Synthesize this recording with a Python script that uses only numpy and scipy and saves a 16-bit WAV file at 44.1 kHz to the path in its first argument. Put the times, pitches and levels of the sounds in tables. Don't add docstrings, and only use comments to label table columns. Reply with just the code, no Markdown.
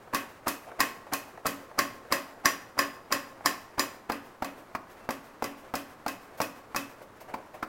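import sys
import numpy as np
from scipy import signal
from scipy.fft import rfft, irfft, next_fast_len
from scipy.io import wavfile

SR = 44100
rng = np.random.default_rng(int(sys.argv[2]) if len(sys.argv) > 2 else 0)


def to_wav(sig):
    pcm = np.clip(np.atleast_2d(sig), -1, 1) * 32767
    pcm = np.round(pcm).astype(np.int16)
    wavfile.write(sys.argv[1], SR, pcm.T)


N = 338671
AGE = np.arange(SR // 2) / SR
USUAL_SLAP_DB, FIRM_KNOCK_DB = -27.5, -25
HEEL_WITHIN_S = 0.05


# (time [s], relative level [dB], pitch of the trapped air [Hz])
FINGER_SLAPS = [(0.136, -28, 1100), (0.47, -25.5, 1124), (0.794, -32, 726), (1.125, -30.5, 760),
                (1.457, -25, 1150), (1.785, -29.5, 1140), (2.116, -31, 1180), (2.449, -32.5, 1080),
                (2.779, -33, 960), (3.116, -31, 1085), (3.451, -36, 830), (3.782, -30, 920),
                (4.098, -25.5, 740), (4.4228, -27, 760), (4.7503, -28, 1130), (5.09, -27, 815),
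                (5.4234, -26.5, 645), (5.739, -27, 800), (6.063, -27, 785), (6.4028, -24, 780),
                (6.747, -30, 890), (7.34, -30, 910), (7.628, -28.5, 1230)]
# (time [s], landing time [s])
LANDING_TIME = [(1.45, 0.0036), (2.2, 0.0046), (3.5, .0045), (4.45, 0.0016), (5.1, .0011), (6.75, 0.0011),
                (7.3, 0.0024)]
# (frequency [Hz], relative level per Hz [dB])
POP_SPECTRUM = [(150, -6), (380, -2.5), (560, 0), (800, -0.5), (1150, -1), (1400, 0.5), (1750, -5),
                (2500, -9.5), (3100, -19), (6000, -44)]
# (frequency [Hz], relative level per Hz [dB])
THUD_SPECTRUM = [(20, -23), (60, -14), (140, -15), (240, -1.5), (300, 0.5), (420, -16.5), (900, -37)]
# (frequency [Hz], relative level per Hz [dB])
CRACK_SPECTRUM = [(1500, -30), (3200, 2), (4700, 9.5), (6000, 2.5), (8500, -3), (12000, -4.5), (16000, 4)]


def slaps(slap_db=26.5, thud_db=-9, thud_growth=0.61, no_heel_db=-6, crack_db=-17, crack_growth=1.3,
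          spread_db=5, flat_s=0.001, spread_growth_db=4):
    out = np.zeros(N)
    for s, db, air_hz in FINGER_SLAPS:
        rise_s = at_time(LANDING_TIME, s)
        force_db = db - USUAL_SLAP_DB
        heel_up = not any(0 < knock[0] - s < HEEL_WITHIN_S for knock in HEEL_KNOCKS)

        spray_db = spread_db + spread_growth_db * np.log2(rise_s / flat_s)
        contact = colour(impact(spray_db, rise_s=rise_s, t60=0.055), POP_SPECTRUM)
        pop = pocket(contact, air_hz, width_hz=240, boost_db=6.5)
        thud = colour(impact(spread_db=-0.5, rise_s=rise_s, t60=0.16), THUD_SPECTRUM)
        crack = colour(burst(rise_s=rise_s + 0.00024, t60=0.066), CRACK_SPECTRUM)

        pop_gain = from_db(db + slap_db)
        thud_gain = from_db(thud_db + thud_growth * force_db + no_heel_db * heel_up)
        crack_gain = from_db(crack_db + crack_growth * force_db)
        add(out, s - rise_s, pop_gain * unit(pop) + thud_gain * unit(thud) + crack_gain * unit(crack))
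    return out


# (frequency [Hz], relative level per Hz [dB])
BRUSH_SPECTRUM = [(200, -12.5), (650, 10), (1200, -2.5), (2500, -8.5), (4000, -26), (12000, -27.5),
                  (16000, -51)]


def approaches(level_db=17, lead=3.0, slow_s=0.0041):
    out = np.zeros(N)
    for s, db, _ in FINGER_SLAPS:
        rise_s = at_time(LANDING_TIME, s)
        graze = unit(colour(burst(rise_s=lead * rise_s, t60=0.027), BRUSH_SPECTRUM))
        add(out, s - lead * rise_s, from_db(db + level_db) * rise_s / slow_s * graze)
    return out


# (time [s], relative level of the plate knock [dB], relative level of the bangle clash [dB])
HEEL_KNOCKS = [(0.1467, -28.5, -38.5), (0.481, -31, -37), (0.804, -25, -34), (1.135, -32, -37.5),
               (1.466, -31.5, -37.5), (1.7896, -25.5, -37), (2.124, -26.5, -36), (2.4563, -24, -33),
               (2.79, -25.5, -37), (3.1238, -26.5, -37.5), (3.4593, -25.5, -35), (3.7944, -27.5, -36),
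               (4.1198, -36, -50), (4.4455, -38.5, -51.5), (5.1063, -37.5, -47.5), (5.4413, -35.5, -47),
               (5.754, -35.5, -44), (6.081, -36, -45.5), (6.416, -33.5, -42), (6.762, -31.5, -40)]
# (nominal pitch [Hz], relative level [dB], t60 [s])
FLOOR_MODES = [(107.6, -14.5, 0.6), (127, -16.5, 0.5), (188, -7.5, 0.42), (236, -6.5, 0.63),
               (275.8, 1.5, 0.47), (284, 6, 0.21)]
# (nominal pitch [Hz], relative level [dB], t60 [s])
WALL_MODES = [(574, -14, 0.12), (639, -25, 0.3), (691.4, -22.5, 0.16), (1066, -9.5, 0.15),
              (1135.3, -2, 0.063), (1129, -6.5, 0.094), (1223, -21.5, 0.22), (1591, -10.5, 0.079),
              (2016, -20, 0.13)]
# (nominal pitch [Hz], relative level [dB], t60 [s])
HARD_KNOCK_MODES = [(1092, -2, 0.2), (1070, -7.5, 0.18), (1620, -13, 0.061), (1752, -3, 0.18),
                    (1796, -2, 0.16), (1860, -6, 0.21), (1907, -7, 0.19), (2034, -4, 0.089),
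                    (2100, -11.5, .15)]
# (nominal pitch [Hz], relative level [dB], t60 [s])
PLATE_RIM_MODES = [(2470, -9.5, 0.28), (2490, -11, 0.25), (2535, -5, 0.25), (2554, -8.5, 0.33),
                   (2526, -4.5, 0.17), (2592, -6, 0.25)]
# (time [s], level [dB])
RIM_FAVOUR = [(0.15, -1.5), (1.47, 2), (2.12, -25), (4.12, -7), (6.76, 4)]
# (frequency [Hz], relative level per Hz [dB])
WASH_SPECTRUM = [(150, -24.5), (350, -4), (620, -8.5), (850, -6.5), (1100, -2), (1400, -4.5), (1850, -1),
                 (2330, -9), (2560, -1.5), (2750, -7.5), (3200, -9), (5000, -35)]


def plate(boom_db=-5, boom_growth=0.46, ring_db=29, wash_db=27, hard_db=4, hard_growth=2.7,
          rim_db=-7, rim_growth=0.77):
    out = np.zeros(N)
    for s, db, _ in HEEL_KNOCKS:
        force_db = db - FIRM_KNOCK_DB
        boom = from_db(boom_db + boom_growth * force_db) * ring(FLOOR_MODES, detune=0.011)
        wall = from_db(db + ring_db) * ring(WALL_MODES, detune=0.0057)
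        hard = from_db(hard_db + hard_growth * force_db) * ring(HARD_KNOCK_MODES, detune=0.0039)
        rim_gain = from_db(rim_db + at_time(RIM_FAVOUR, s) + rim_growth * force_db)
        rim = rim_gain * ring(PLATE_RIM_MODES, detune=0.0031)
        wash = from_db(db + wash_db) * unit(colour(burst(rise_s=0.00063, t60=0.31), WASH_SPECTRUM))
        add(out, s, boom + wall + hard + rim + wash)
    return out


# (nominal pitch [Hz], relative level [dB], t60 [s])
THIN_STEEL_MODES = [(3957, -8, .22), (4076, -10, .2), (4463, -12, .2), (4900, -3, .14), (4945, -2, .17),
                    (4982, -2, .17), (5125, -4, .17), (5819, -5, .2), (5889, -3, .2), (5954, -3, .2),
                    (6880, -7, .2), (7014, -1, .19), (7165, -8, .2), (7354, -7, .2)]
# (time [s], level [dB])
SHIMMER_FAVOUR = [(0.8, -4), (2.1, 0), (3.46, 2.5), (3.8, 9), (4.12, -3)]


def shimmer(level_db=-7, growth=2.5):
    out = np.zeros(N)
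    for s, db, _ in HEEL_KNOCKS:
        ring_db = level_db + growth * (db - FIRM_KNOCK_DB) + at_time(SHIMMER_FAVOUR, s)
        add(out, s, from_db(ring_db) * ring(THIN_STEEL_MODES, detune=0.0022))
    return out


GATHER_S = 0.02
# (frequency [Hz], relative level per Hz [dB])
CLINK_SPECTRUM = [(1000, -24), (2000, 3), (3200, -22), (4080, -6), (4550, -4), (4980, 6.5), (5350, -4),
                  (5830, 0), (6400, -22), (7050, -15), (8200, -12.5), (16000, -40)]
# (frequency [Hz], relative level per Hz [dB])
SIZZLE_SPECTRUM = [(2000, -22.5), (4000, 4), (7000, 4.5), (8600, 0.5), (10500, 3), (11800, 5), (12500, 1.5),
                   (13200, 6), (14200, 1), (15500, -0.5)]


def bangles(clink_db=1.35, sizzle_db=36.0, clink_crack_db=9, sizzle_crack_db=2.0):
    out = np.zeros(N)
    for s, knock_db, clash_db in HEEL_KNOCKS:
        clink = clash(clink_crack_db, crack_t60=0.016, shiver_t60=0.17, gather_db=-1.5, gather_t60=0.019)
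        clink = unit(colour(clink, CLINK_SPECTRUM))
        sizzle = clash(sizzle_crack_db, crack_t60=0.04, shiver_t60=0.25, gather_db=-6.0, gather_t60=0.018)
        sizzle = unit(colour(sizzle, SIZZLE_SPECTRUM))
        clink_gain = from_db(clink_db + clink_strength(s, knock_db))
        add(out, s - GATHER_S, clink_gain * clink + from_db(clash_db + sizzle_db) * sizzle)
    return out


def clash(sharp_db, crack_t60, shiver_t60, gather_db, gather_t60):
    gather = unit(rng.standard_normal(len(AGE)) * from_db(-60 * np.abs(AGE - GATHER_S) / gather_t60))
    crack = unit(impact(spread_db=5.5, rise_s=0.0004, t60=crack_t60))
    after = from_db(sharp_db) * crack + burst(rise_s=0.0018, t60=shiver_t60)
    delayed = np.pad(after, (round(GATHER_S * SR), 0))[:len(AGE)]
    return from_db(gather_db) * gather + delayed


# (time [s], level [dB])
CLINK_CLEARNESS = [(0.15, -3), (1.5, -0.5), (2.1, 1), (6.76, 3)]


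def clink_strength(s, knock_db, growth=1.53):
    return growth * (knock_db - FIRM_KNOCK_DB) + at_time(CLINK_CLEARNESS, s)


PUSH_DELAY_S, PUSH_S, PUSH_FLOUR_DB, PUSH_SKIN_DB = 0.135, 0.053, -55.5, -63
PUSHING_UNTIL_S = 7.0
CREEP_DB = -55.5
PEEL_HZ = 770
# (frequency [Hz], relative level per Hz [dB])
FLOUR_SPECTRUM = [(150, -23), (400, 1.5), (650, 2.5), (1150, -3), (1700, -4.5), (2500, -11.5),
                  (3500, -19.5), (8000, -24), (16000, -29)]
# (frequency [Hz], relative level per Hz [dB])
SKIN_SPECTRUM = [(1000, -3), (3000, -1.5), (5000, -0.5), (8000, -5), (10000, -4.5), (13000, 0),
                 (16000, -3.5)]
# (time [s], length [s], level of brushed dough [dB], of rubbed skin [dB])
HAND_SHIFTS = [(0.66, 0.042, -46, -72), (6.369, 0.028, -48.5, -53), (7.012, 0.027, -64, -60),
               (7.198, 0.027, -48.5, -54.5), (7.269, 0.051, -46.5, -72), (7.365, .034, -50, -75),
               (7.534, 0.025, -43.5, -59)]
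# (time [s], relative level [dB])
PALM_PEELS = [(0.074, -41), (0.716, -34.5), (1.067, -37), (1.374, -35.5), (1.713, -38), (2.05, -41),
              (2.376, -44), (3.407, -37), (7.015, -40)]


def turning(peel_db=20.0, uneven_db=2.5, slips_per_s=40):
    slips = np.interp(np.arange(N) / SR * slips_per_s, np.arange(SR), rng.standard_normal(SR))
    out = from_db(CREEP_DB + uneven_db * slips) * hiss(FLOUR_SPECTRUM)
    for s, *_ in FINGER_SLAPS:
        if s < PUSHING_UNTIL_S:
            flour = stroke(PUSH_S, PUSH_FLOUR_DB, FLOUR_SPECTRUM)
            skin = stroke(PUSH_S, PUSH_SKIN_DB, SKIN_SPECTRUM)
            add(out, s + PUSH_DELAY_S, flour + skin)
    for s, length_s, dough_db, skin_db in HAND_SHIFTS:
        brushed = stroke(length_s, dough_db, BRUSH_SPECTRUM)
        rubbed = stroke(length_s, skin_db, SKIN_SPECTRUM)
        add(out, s, brushed + rubbed)
    for s, db in PALM_PEELS:
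        contact = colour(burst(rise_s=0.00085, t60=0.037), FLOUR_SPECTRUM)
        peel = pocket(contact, PEEL_HZ, width_hz=620, boost_db=19)
        add(out, s, from_db(db + peel_db) * unit(peel))
    return out


def stroke(length_s, db, spectrum):
    swell = unit(colour(burst(rise_s=length_s / 2, t60=4 * length_s), spectrum))
    return from_db(db) * np.sqrt(length_s * SR) * swell


SQUEAK_HZ, SQUEAK_DB, SQUEAK_START_S, SQUEAK_S = 2681, -64, 4.99, 0.12


def squeak():
    out = np.zeros(N)
    age = AGE[AGE < SQUEAK_S]
    tone = signal.windows.tukey(len(age)) * np.sin(2 * np.pi * SQUEAK_HZ * age)
    add(out, SQUEAK_START_S, from_db(SQUEAK_DB) * tone)
    return out


# (frequency [Hz], t60 [s], level [dB])
KITCHEN_DECAY = [(100, 0.57, -18), (310, 0.31, -1), (1050, 0.51, -12.5), (2980, 0.51, -13.5),
                 (5840, 0.45, -13.5), (13800, 0.4, -14)]


def kitchen(x, first_echo_s=0.0076):
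    age = np.arange(SR) / SR
    hz, t60, db = np.transpose(KITCHEN_DECAY)
    tail = np.zeros(SR)
    for low in 75 * 2 ** np.arange(8):
        octave = signal.butter(2, [low, 2 * low], "band", fs=SR, output="sos")
        band = signal.sosfilt(octave, rng.standard_normal(SR))
        centre = np.log(low * np.sqrt(2))
        decay_s = np.interp(centre, np.log(hz), t60)
        level_db = np.interp(centre, np.log(hz), db)
        build_up = 1 - np.exp(-(age / first_echo_s) ** 2)
        tail += band * from_db(level_db) * unit(from_db(-60 * age / decay_s) * build_up)
    return signal.fftconvolve(x, tail)[:N]


ROOM_TONE_DB = -55
# (frequency [Hz], relative level per Hz [dB])
ROOM_SPECTRUM = [(20, -3.5), (58, -7), (110, -0.5), (150, -4.5), (300, -1), (600, -9), (1120, -3.5),
                 (2500, -25), (3500, -25), (9000, -33.5), (16000, -33)]


def room_tone():
    return from_db(ROOM_TONE_DB) * hiss(ROOM_SPECTRUM)


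def hiss(spectrum):
    return unit(colour(rng.standard_normal(N), spectrum)) * np.sqrt(N)


def burst(rise_s, t60):
    swell = 1 - np.exp(-(AGE / rise_s) ** 2)
    return unit(rng.standard_normal(len(AGE)) * swell * from_db(-60 * AGE / t60))


def impact(spread_db, rise_s, t60):
    return signal.unit_impulse(len(AGE), round(rise_s * SR)) + from_db(spread_db) * burst(rise_s, t60)


def ring(modes, detune):
    hz, db, t60 = np.transpose(modes)[:, :, None]
    louder, higher, side = rng.uniform(-1, 1, (3, len(modes), 1))
    strength = from_db(db + 4 * louder) * np.sign(side)
    phase = 2 * np.pi * hz * (1 + detune * higher) * AGE
    return unit(np.sum(strength * from_db(-60 * AGE / t60) * np.sin(phase), axis=0))


def pocket(x, hz, width_hz, boost_db):
    b, a = signal.iirpeak(hz, hz / width_hz, fs=SR)
    return x + from_db(boost_db) * signal.lfilter(b, a, x)


def colour(x, spectrum):
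    size = 2 * next_fast_len(len(x))
    hz, db = np.transpose(spectrum)
    grid = np.maximum(np.fft.rfftfreq(size, 1 / SR), 1)
    gain = from_db(np.interp(np.log(grid), np.log(hz), db))
    cepstrum = irfft(np.log(gain))
    cepstrum[1:size // 2] *= 2
    cepstrum[size // 2 + 1:] = 0
    return irfft(rfft(x, size) * np.exp(rfft(cepstrum)))[:len(x)]


def from_db(db):
    return 10 ** (np.asarray(db) / 20)


def unit(x):
    return x / np.sqrt(np.sum(x ** 2) + 1e-20)


def at_time(curve, s):
    return np.interp(s, *np.transpose(curve))


def add(track, s, sound):
    at = max(round(s * SR), 0)
    track[at:at + len(sound)] += sound[:max(N - at, 0)]


def scene():
    near = slaps() + approaches() + plate() + shimmer() + bangles() + turning() + squeak()
    return (near + kitchen(near) + room_tone())[None]


CUTOFF_HZ = 16000


def record(dry):
    steep = signal.ellip(12, 0.2, 80, CUTOFF_HZ, fs=SR, output="sos")
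    return signal.sosfilt(steep, dry)


dry = scene()
out = record(dry)
to_wav(out)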